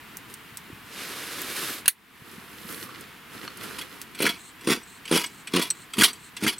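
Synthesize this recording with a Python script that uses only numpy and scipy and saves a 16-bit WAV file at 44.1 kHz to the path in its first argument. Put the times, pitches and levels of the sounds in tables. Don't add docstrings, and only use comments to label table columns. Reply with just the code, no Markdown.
import sys
import numpy as np
from scipy import signal
from scipy.fft import rfft, irfft
from scipy.io import wavfile
from scipy.ndimage import uniform_filter1d, map_coordinates

SR = 44100
rng = np.random.default_rng(int(sys.argv[2]) if len(sys.argv) > 2 else 0)


def bounce(signal):
    frames = np.transpose(np.atleast_2d(signal))
    limited = np.clip(frames, -1, 1)
    pcm = np.round(limited * 32767).astype(np.int16)
    wavfile.write(sys.argv[1], SR, pcm)


N = 290619
TIME = np.arange(N) / SR
RING = TIME[:SR // 4]

# (frequency [Hz], gain [dB])
OUTDOORS_SPECTRUM = [(15, -49), (25, -12), (195, 0.5), (326, -3), (476, -7), (575, -16.5), (695, -8),
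                     (775, -10), (936, -4), (1890, -3.5), (2910, -7), (6050, -21), (12200, -18),
                     (14800, -18.5), (16000, -25)]
AIR_DB, AIR_DRIFT_DB_PER_S = -47, -0.3563

# (time [s], level [dB], pitch [Hz], ring relative to tick [dB])
EMBERS = [(0.1698, -27, 13000, -6), (0.2995, -41, 8250, -10), (0.3397, -30, 8700, -3),
          (0.5715, -26.5, 8240, -3.5), (1.417, -24, 12000, -2), (2.3145, -43, 10200, -5),
          (2.7256, -32, 8500, -3), (3.009, -36.5, 9000, -5), (3.572, -34.5, 11100, -2),
          (3.6363, -32, 13800, -10), (4.0155, -26, 7000, -23)]
# (time [s], level [dB], starting pitch [Hz])
THUMPS = [(0.025, -47, 170), (0.264, -50, 145), (0.522, -44, 170), (0.7, -38, 336), (0.729, -36, 153),
          (2.219, -39.5, 168), (2.38, -38, 234), (2.537, -41.5, 242), (2.651, -38, 226), (2.852, -41, 223),
          (3.364, -39, 300), (3.66, -40, 244)]

# (time of peak [s], rise [s], level [dB], treble [dB])
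SWISHES = [(0.325, .03, -53, 3), (2.36, 0.21, -56, 3), (2.6, 0.068, -57.5, 6), (2.73, 0.066, -48.5, 8),
           (2.825, 0.045, -49.5, 9.5), (2.94, 0.2, -51.5, -5), (3.384, 0.076, -46.5, -1),
           (3.55, .1, -51, -8), (3.67, 0.069, -47.5, 0.5), (3.783, 0.067, -45.5, -3),
           (3.95, 0.17, -56, 0.5)]
SWISH_FALL_SHARE = 0.94
# (frequency [Hz], gain [dB])
CLOTH_SPECTRUM = [(59, -24), (100, -6.5), (315, -0.5), (524, -3.5), (583, -14), (801, -13), (1360, -2.5),
                  (1650, -6), (4570, -14.5), (6990, -19), (11200, -13.5), (14400, -18), (16000, -29)]
# (time of peak [s], rise [s], fall [s], level [dB], pitch [Hz])
SCRAPE = (2.9, .05, .08, -49, 1330)
# (time [s], level [dB], ring [Hz], t60 [s])
TAP = (3.478, -29, 4330, .06)

TORCH_ON_S, TORCH_OFF_S, TORCH_ATTACK_S, TORCH_RELEASE_S = 0.83, 1.836, 0.16, 0.16
TORCH_DB, TORCH_SWELL_DB_PER_S = -39.5, 11
TORCH_TREBLE_DB, TORCH_TREBLE_DB_PER_S = -9, 7.5
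# (frequency [Hz], gain [dB])
JET_SPECTRUM = [(59, -43), (100, -14.5), (244, -3), (289, -0.5), (461, -2.5), (595, -8.5), (648, -10),
                (836, -11.5), (1130, -3), (1680, -2.5), (2420, -4.5), (3700, -5), (6840, -11.5),
                (11900, -5), (16000, -16)]
# (time [s], level [dB], treble [dB], strongest ring [Hz], its t60 [s])
SNAPS = [(1.858, -24.5, -17, 2720, 0.049), (1.8796, 6.5, 7, 9900, 0.018), (1.8826, 2, -10, 2750, 0.0058)]
# (frequency [Hz], gain [dB])
TRIGGER_SPECTRUM = [(350, -54), (600, -39), (1410, -14.5), (1700, -10.5), (1960, -5.5), (2830, -12),
                    (3210, -11), (4340, -5), (4780, -12), (7110, -15), (10200, 0), (16000, -12)]
# (frequency [Hz], level [dB], t60 [s])
TORCH_MODES = [(1670, 1, 0.033), (2600, -4, 0.0087), (4380, -14.5, 0.076), (6550, -8, 0.051),
               (9510, -2.5, 0.09), (12300, -8, 0.051), (14200, -10, 0.057)]

# (frequency [Hz], level [dB], t60 [s])
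LANTERN_MODES = [(988, -6.5, 0.036), (1333, -7.5, 0.038), (2240, -11.5, 0.18), (2920, -7, 0.14),
                 (3342, 5.5, 0.048), (4210, -2.5, 0.055), (4660, -0.5, 0.066), (4620, -24, 0.037),
                 (5440, -3, 0.064), (5910, -8.5, 0.14), (9000, -3, 0.072), (11080, 1, 0.023),
                 (10400, 0, 0.065)]
# (frequency [Hz], gain [dB])
BARREL_SPECTRUM = [(410, -46.5), (700, -2.5), (808, -15), (958, 0.5), (1230, -5), (1330, -3), (1800, -6.5),
                   (1940, 0.5), (2660, -1.5), (3280, -3.5), (3600, -7), (4800, -7), (6650, -12),
                   (10800, -9), (16000, -21)]
# (time [s], level [dB], treble [dB])
KNOCKS = [(3.785, -32, 2), (3.812, -32.5, 2), (4.188, -33.5, 1), (4.22, -22.5, 12), (5.077, -32.5, -6),
          (5.125, -24, 1), (5.986, -20.5, 2), (6.434, -28, 0)]
KNOCK_CONTACT_S, KNOCK_HZ = 0.0048, 3300
# (time [s], level [dB])
SLACK = [(4.148, -39), (4.609, -43.5), (5.054, -35.5), (5.472, -32), (5.935, -29), (6.366, -32.5)]
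SLACK_CONTACT_S, SLACK_HZ, SLACK_TREBLE_DB, SLACK_PING_DB = 0.0047, 3080, -4.5, -1
# (time [s], knock level [dB], clatter delay [s], clatter level [dB], treble [dB])
STOPS = [(4.264, -14.5, 0.025, -24.5, 0.5), (4.696, -25, .012, -31, 3), (5.142, -39, .012, -21.5, 4),
         (5.594, -28, 0.025, -23.5, 9), (6.018, -12, .015, -10, 4), (6.465, -20, .012, -18.5, 0.5)]
STOP_CONTACT_S, STOP_HZ, STOP_TREBLE_DB = 0.0038, 1800, -3.5
CLATTER_CONTACT_S, CLATTER_HZ = 0.0084, 4220
REBOUND_S, REBOUND_DB = 0.046, -18
STOP_FOCUS_DB, CLATTER_FOCUS_DB, LIGHT_FOCUS_DB = -2, -5, -8.5

# (time [s], level [dB])
PINGS = [(4.831, -41), (5.2614, -27.5), (5.7027, -14), (6.131, -30.5), (6.5824, -30.5)]
# (frequency [Hz], level [dB], t60 [s])
ROD_MODES = [(3260, -35, 0.071), (4260, -7, 0.062), (5230, -52, 0.086), (5820, -2.5, 0.046),
             (6589, -37, 0.076), (8046, 6, 0.062), (12310, -21, 0.072), (14320, -36, 0.095)]

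# (time [s], length [s], valve openings [per s], gulp level [dB], gulp pitch [ratio],
# rasp level [dB], rasp fade [s], rasp treble [dB])
STROKES = [(4.203, 0.068, 74, -22.5, 1.09, -23, 0.033, -16),
           (4.673, 0.049, 71, -18, 1.03, -19.5, 0.024, -7.5),
           (5.112, 0.059, 82.5, -16.5, 1.06, -23, 0.046, -2.5),
           (5.537, 0.063, 87.4, -18, 1, -24.5, 0.041, -28), (5.981, 0.04, 105, -19.5, 0.84, -21, 0.038, 2),
           (6.424, 0.054, 104, -23, 0.91, -23, 0.025, -9)]
RETURN_S, RETURN_RISE_S, RETURN_FALL_S, RETURN_DB = 0.29, 0.12, 0.026, -52.5
RETURN_GLIDE = 0.11
# (frequency [Hz], gain [dB])
SLIDE_SPECTRUM = [(2060, -39), (3500, -4), (4310, 4), (4570, -32), (5570, -7), (6040, -6.5), (8260, 5),
                  (9770, -10), (14000, -26)]
# (frequency [Hz], gain [dB])
TANK_SPECTRUM = [(29, -78), (50, -31.5), (165, 2.5), (282, 7.5), (469, 2.5), (539, -6), (620, -42),
                 (721, -9.5), (800, -33), (1040, -29), (1760, -120)]

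LIMIT_DB, RECOVER_DB_PER_S = -7.5, 30.5
TOP_HZ = 16100


def undb(db):
    return 10 ** (np.asarray(db) / 20)


def unit(x):
    return x / np.sqrt(np.mean(x ** 2) + 1e-20)


def crest(x):
    return x / np.sqrt(uniform_filter1d(x ** 2, size=88).max() + 1e-20)


def add(track, s, x):
    i = max(int(s * SR), 0)
    track[i:i + len(x)] += x[:max(N - i, 0)]


def colour(x, spectrum):
    size = 4096
    hz, db = np.transpose(spectrum)
    bins_hz = np.arange(size // 2 + 1) * SR / size
    gain = undb(np.interp(np.log(bins_hz + 1), np.log(hz), db))
    cepstrum = irfft(np.log(gain))
    cepstrum[1:size // 2] *= 2
    cepstrum[size // 2 + 1:] = 0
    response = irfft(np.exp(rfft(cepstrum)))
    return signal.fftconvolve(x, response)[:len(x)]


def band(x, lo_hz, hi_hz):
    edges_hz = [lo_hz, min(hi_hz, SR / 2 - 1)]
    return signal.sosfilt(signal.butter(2, edges_hz, "band", fs=SR, output="sos"), x)


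def brighten(x, db, corner_hz=7500):
    low = signal.sosfiltfilt(signal.butter(2, corner_hz, fs=SR, output="sos"), x)
    return low + undb(db) * (x - low)


def fade(t60):
    return np.exp(-np.log(1000) * RING / t60)


def burst(t60):
    return rng.standard_normal(len(RING)) * fade(t60)


def ring(modes):
    total = np.zeros(len(RING))
    for hz, db, t60 in modes:
        cycles = hz * RING + rng.integers(2) / 2
        total += undb(db) * fade(t60) * np.sin(2 * np.pi * cycles)
    return unit(total)


def wander(rate):
    k = int(SR / rate)
    steps = np.repeat(rng.standard_normal(N // k + 1), k)
    return unit(uniform_filter1d(uniform_filter1d(steps, k), k)[:N])


def grains(per_s, spread_db):
    size = undb(spread_db * np.minimum(rng.exponential(size=N), 4))
    happens = rng.random(N) < per_s / SR
    return unit(happens * size * rng.choice([-1, 1], N))


def swell(s, rise_s, fall_s):
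    distance = (TIME - s) / np.where(TIME < s, rise_s, fall_s)
    return np.exp(-np.minimum(distance ** 2, 20))


def place(x, pan_db, side_db, t60=0.041):
    scatter = burst(t60)
    side = undb(side_db) * signal.fftconvolve(x, scatter / np.linalg.norm(scatter))[:N]
    return np.array([(x + side) * undb(pan_db / 2), (x - side) * undb(-pan_db / 2)])


def outdoors():
    mid, side = (unit(colour(rng.standard_normal(N), OUTDOORS_SPECTRUM)) * undb(.5 * wander(11))
                 for _ in range(2))
    side = undb(-8.5) * brighten(side, 1.3, corner_hz=4000)
    return undb(AIR_DB + AIR_DRIFT_DB_PER_S * TIME) * np.array([mid + side, mid - side])


def fire(tick_db=-3, flutter_db=-61):
    ticks = np.zeros(N)
    for s, db, hz, ring_db in EMBERS:
        tick = crest(band(burst(0.011) + undb(-9) * burst(0.066), hz / 2.4, 17000))
        tone = crest(band(burst(0.016), hz / 1.024, hz * 1.026))
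        add(ticks, s, undb(db + tick_db) * crest(tick + undb(ring_db) * tone))

    puffs = grains(300, 2) * undb(3 * wander(14))
    low_puffs = unit(band(band(puffs, 71, 380), 71, 380))
    flutter = undb(flutter_db + AIR_DRIFT_DB_PER_S * TIME) * low_puffs

    thumps = np.zeros(N)
    for s, db, pitch_hz in THUMPS:
        hz = pitch_hz * (.5 + .5 * fade(0.099))
        cycles = np.cumsum(hz) / SR
        add(thumps, s, undb(db) * crest(RING * fade(0.019) * np.sin(2 * np.pi * cycles)))
    flames = place(flutter, -0.44, -5.5) + place(thumps, -.5, -19)
    return place(ticks, -0.89, -17, t60=0.013) + flames


def handling(cloth_db=5.5, treble_db=-1, crinkle_db=-3):
    fibres = unit(colour(grains(5000, 1.6), CLOTH_SPECTRUM)) * undb(cloth_db + 2 * wander(35))
    crinkles = signal.oaconvolve(grains(260, 5.4), burst(0.019))[:N]
    fibres += undb(crinkle_db) * unit(band(crinkles, 1760, 4200))
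    cloth = np.zeros(N)
    for s, rise_s, db, bright_db in SWISHES:
        movement = undb(db) * swell(s, rise_s, SWISH_FALL_SHARE * rise_s)
        cloth += movement * brighten(fibres, bright_db + treble_db)

    s, rise_s, fall_s, db, hz = SCRAPE
    scrape = undb(db) * swell(s, rise_s, fall_s) * unit(band(grains(1100, 4.7), hz / 1.2, hz * 1.05))

    tap = np.zeros(N)
    s, db, hz, t60 = TAP
    contact = crest(band(burst(0.015), 1100, 3000))
    add(tap, s, undb(db) * crest(crest(ring([(hz, 0, t60)])) + undb(7) * contact))
    return place(cloth + scrape, -2.8, -10) + place(tap, -.5, -19)


def torch(flicker_db=1.5):
    burning_s = np.clip(TIME, TORCH_ON_S, TORCH_OFF_S) - TORCH_ON_S
    opening, closing = burning_s / TORCH_ATTACK_S, (TORCH_OFF_S - TIME) / TORCH_RELEASE_S
    flow = np.clip(np.minimum(opening, closing), 0, 1)
    jet_db = TORCH_DB + TORCH_SWELL_DB_PER_S * burning_s + flicker_db * wander(44.88)
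    jet = unit(colour(grains(9000, 1.6), JET_SPECTRUM)) * undb(jet_db)
    jet = flow * brighten(jet, TORCH_TREBLE_DB + TORCH_TREBLE_DB_PER_S * burning_s, corner_hz=8500)

    snaps = np.zeros(N)
    for s, db, bright_db, hz, t60 in SNAPS:
        crack = unit(colour(burst(0.036) + undb(-14.0) * burst(0.094), TRIGGER_SPECTRUM))
        crack += undb(-7) * unit(ring(TORCH_MODES) * fade(0.11))
        spring = unit(band(burst(t60), hz / 1.06, hz * 1.06))
        add(snaps, s, undb(db) * crest(unit(brighten(crack, bright_db)) + undb(-5.5) * spring))
    return place(jet, -1.2, -11) + place(snaps, -1, -12.5, t60=0.0071)


def metal(modes_db=-6, t60=0.06, spot_db=3):
    click = unit(1. * (RING == 0))
    dense = unit(colour(unit(burst(t60)) + undb(0.5) * click, BARREL_SPECTRUM))
    modes = np.array(LANTERN_MODES, float)
    modes[:, 1] += spot_db * rng.standard_normal(len(modes))
    body = dense + undb(modes_db) * ring(modes)
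    return body / np.linalg.norm(body)


def knock(db, contact_s, hz, treble_db, focus_db, lowest_hz=1050):
    chatter = rng.standard_normal(len(RING)) * np.sqrt(RING) * np.exp(-RING / contact_s)
    clank = band(signal.fftconvolve(chatter, metal())[:len(RING)], lowest_hz, 17000)
    focus = unit(band(clank, hz / 1.45, hz * 1.28))
    return undb(db) * crest(unit(brighten(clank, treble_db)) + undb(focus_db) * focus)


def pump_knocks():
    out = np.zeros(N)
    for s, db in SLACK:
        add(out, s, knock(db, SLACK_CONTACT_S, SLACK_HZ, SLACK_TREBLE_DB, LIGHT_FOCUS_DB))
    for s, db, treble_db in KNOCKS:
        add(out, s, knock(db, KNOCK_CONTACT_S, KNOCK_HZ, treble_db, LIGHT_FOCUS_DB))
    for s, db, delay_s, clatter_db, treble_db in STOPS:
        add(out, s, knock(db, STOP_CONTACT_S, STOP_HZ, treble_db + STOP_TREBLE_DB, STOP_FOCUS_DB))
        for late_s, drop_db in ((0, 0), (REBOUND_S, REBOUND_DB)):
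            clatter = knock(clatter_db + drop_db, CLATTER_CONTACT_S, CLATTER_HZ, treble_db, CLATTER_FOCUS_DB)
            add(out, s + delay_s + late_s, clatter)
    return place(out, -1.2, -19.5)


def rod(ping_db=-3, rattle_db=-11, tick_db=-2, bounce_s=.0045):
    out = np.zeros(N)
    slack_pings = [(s, db + SLACK_PING_DB) for s, db in SLACK]
    for s, db in PINGS + slack_pings:
        ping = crest(ring(ROD_MODES) * fade(0.45))
        tick = undb(tick_db) * crest(band(burst(0.0049), 8100, 8300))
        attack = np.minimum(RING / 0.00032, 1)
        add(out, s, undb(db + ping_db) * crest((ping + tick) * attack))
        add(out, s + bounce_s, undb(db + rattle_db) * crest(band(burst(0.027), 1600, 10640)))
    return place(out, -0.56, -19)


def plunger(rise_s=0.026, swell_db=5, shake_db=-6, stutter_db=4.0):
    rasp, push, pull = np.zeros(N), np.zeros(N), np.zeros(N)
    slips = grains(2200, 3.8) * undb(stutter_db * wander(170))
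    for s, length, _, _, _, db, fade_s, treble_db in STROKES:
        pressure = np.clip((TIME - s) / length, 0, 1)
        outside = np.maximum(s - TIME, 0) / rise_s + np.maximum(TIME - s - length, 0) / fade_s
        force_db = db + swell_db * (pressure - 1.5) - 8.2 * (TIME < s)
        force = undb(force_db) * np.exp(-np.minimum(outside, 20))
        rasp += signal.oaconvolve(force * slips, brighten(metal(), treble_db))[:N]
        push += force
        pull += swell(s + RETURN_S, RETURN_RISE_S, RETURN_FALL_S)
    shake = undb(shake_db) * push * unit(band(colour(grains(900, 5), TANK_SPECTRUM), 112, 1300))
    travel = np.cumsum(1 + RETURN_GLIDE * (pull - .8))
    slide = unit(map_coordinates(colour(grains(4000, 3.6), SLIDE_SPECTRUM), [travel], mode="mirror"))
    slide *= pull * undb(RETURN_DB + 2 * wander(40))
    return place(rasp + slide, -0.31, -18) + place(shake, -.4, -21)


def add_gulp(track, s, db, pitch):
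    shape = colour(1. * (RING == 0), TANK_SPECTRUM)
    add(track, s, undb(db) * crest(np.interp(RING * pitch, RING, shape)))


def valve(echo_s=0.00605, echo_db=-10, spit_db=-12, spit_t60=0.075, squeak_db=-15, squeak_hz=9300, sag_db=3):
    gulps, spits = np.zeros(N), np.zeros(N)
    for s, length, rate, db, tone, *_ in STROKES:
        chances = rng.standard_normal((int(length * rate) + 1, 4))
        for k, (late, size, pitch, rebound) in enumerate(chances):
            at = s + (k + .04 * late) / rate
            gulp_db = db + size - sag_db * (k / rate / length - .5)
            add_gulp(gulps, at, gulp_db, tone * (1 + .07 * pitch))
            echo_at = at + echo_s * (1 + 0.22 * rebound)
            add_gulp(gulps, echo_at, gulp_db + echo_db, tone * (1.107 + 0.15 * rebound))
            spit = band(burst(spit_t60), 890, 3500)
            add(spits, at, undb(gulp_db + spit_db + 2 * rebound) * crest(spit))
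            squeak = band(burst(0.037), squeak_hz / 1.07, squeak_hz * 1.03)
            add(spits, at, undb(gulp_db + squeak_db + 3 * pitch) * crest(squeak))
    return place(gulps, -0.51, -29) + place(spits, -0.75, -36)


def limiter(x):
    power = uniform_filter1d(np.mean(x ** 2, axis=0), size=88)
    over_db = np.maximum(10 * np.log10(np.maximum(power, 1e-12)) - LIMIT_DB, 0)
    recovered_db = RECOVER_DB_PER_S * TIME
    return x * undb(recovered_db - np.maximum.accumulate(over_db + recovered_db))


def scene():
    return outdoors() + fire() + handling() + torch() + pump_knocks() + rod() + plunger() + valve()


def record(dry):
    clipped = np.clip(limiter(dry), -1, 1)
    return signal.sosfilt(signal.ellip(10, .2, 80, TOP_HZ, fs=SR, output="sos"), clipped)


dry = scene()
out = record(dry)
bounce(out)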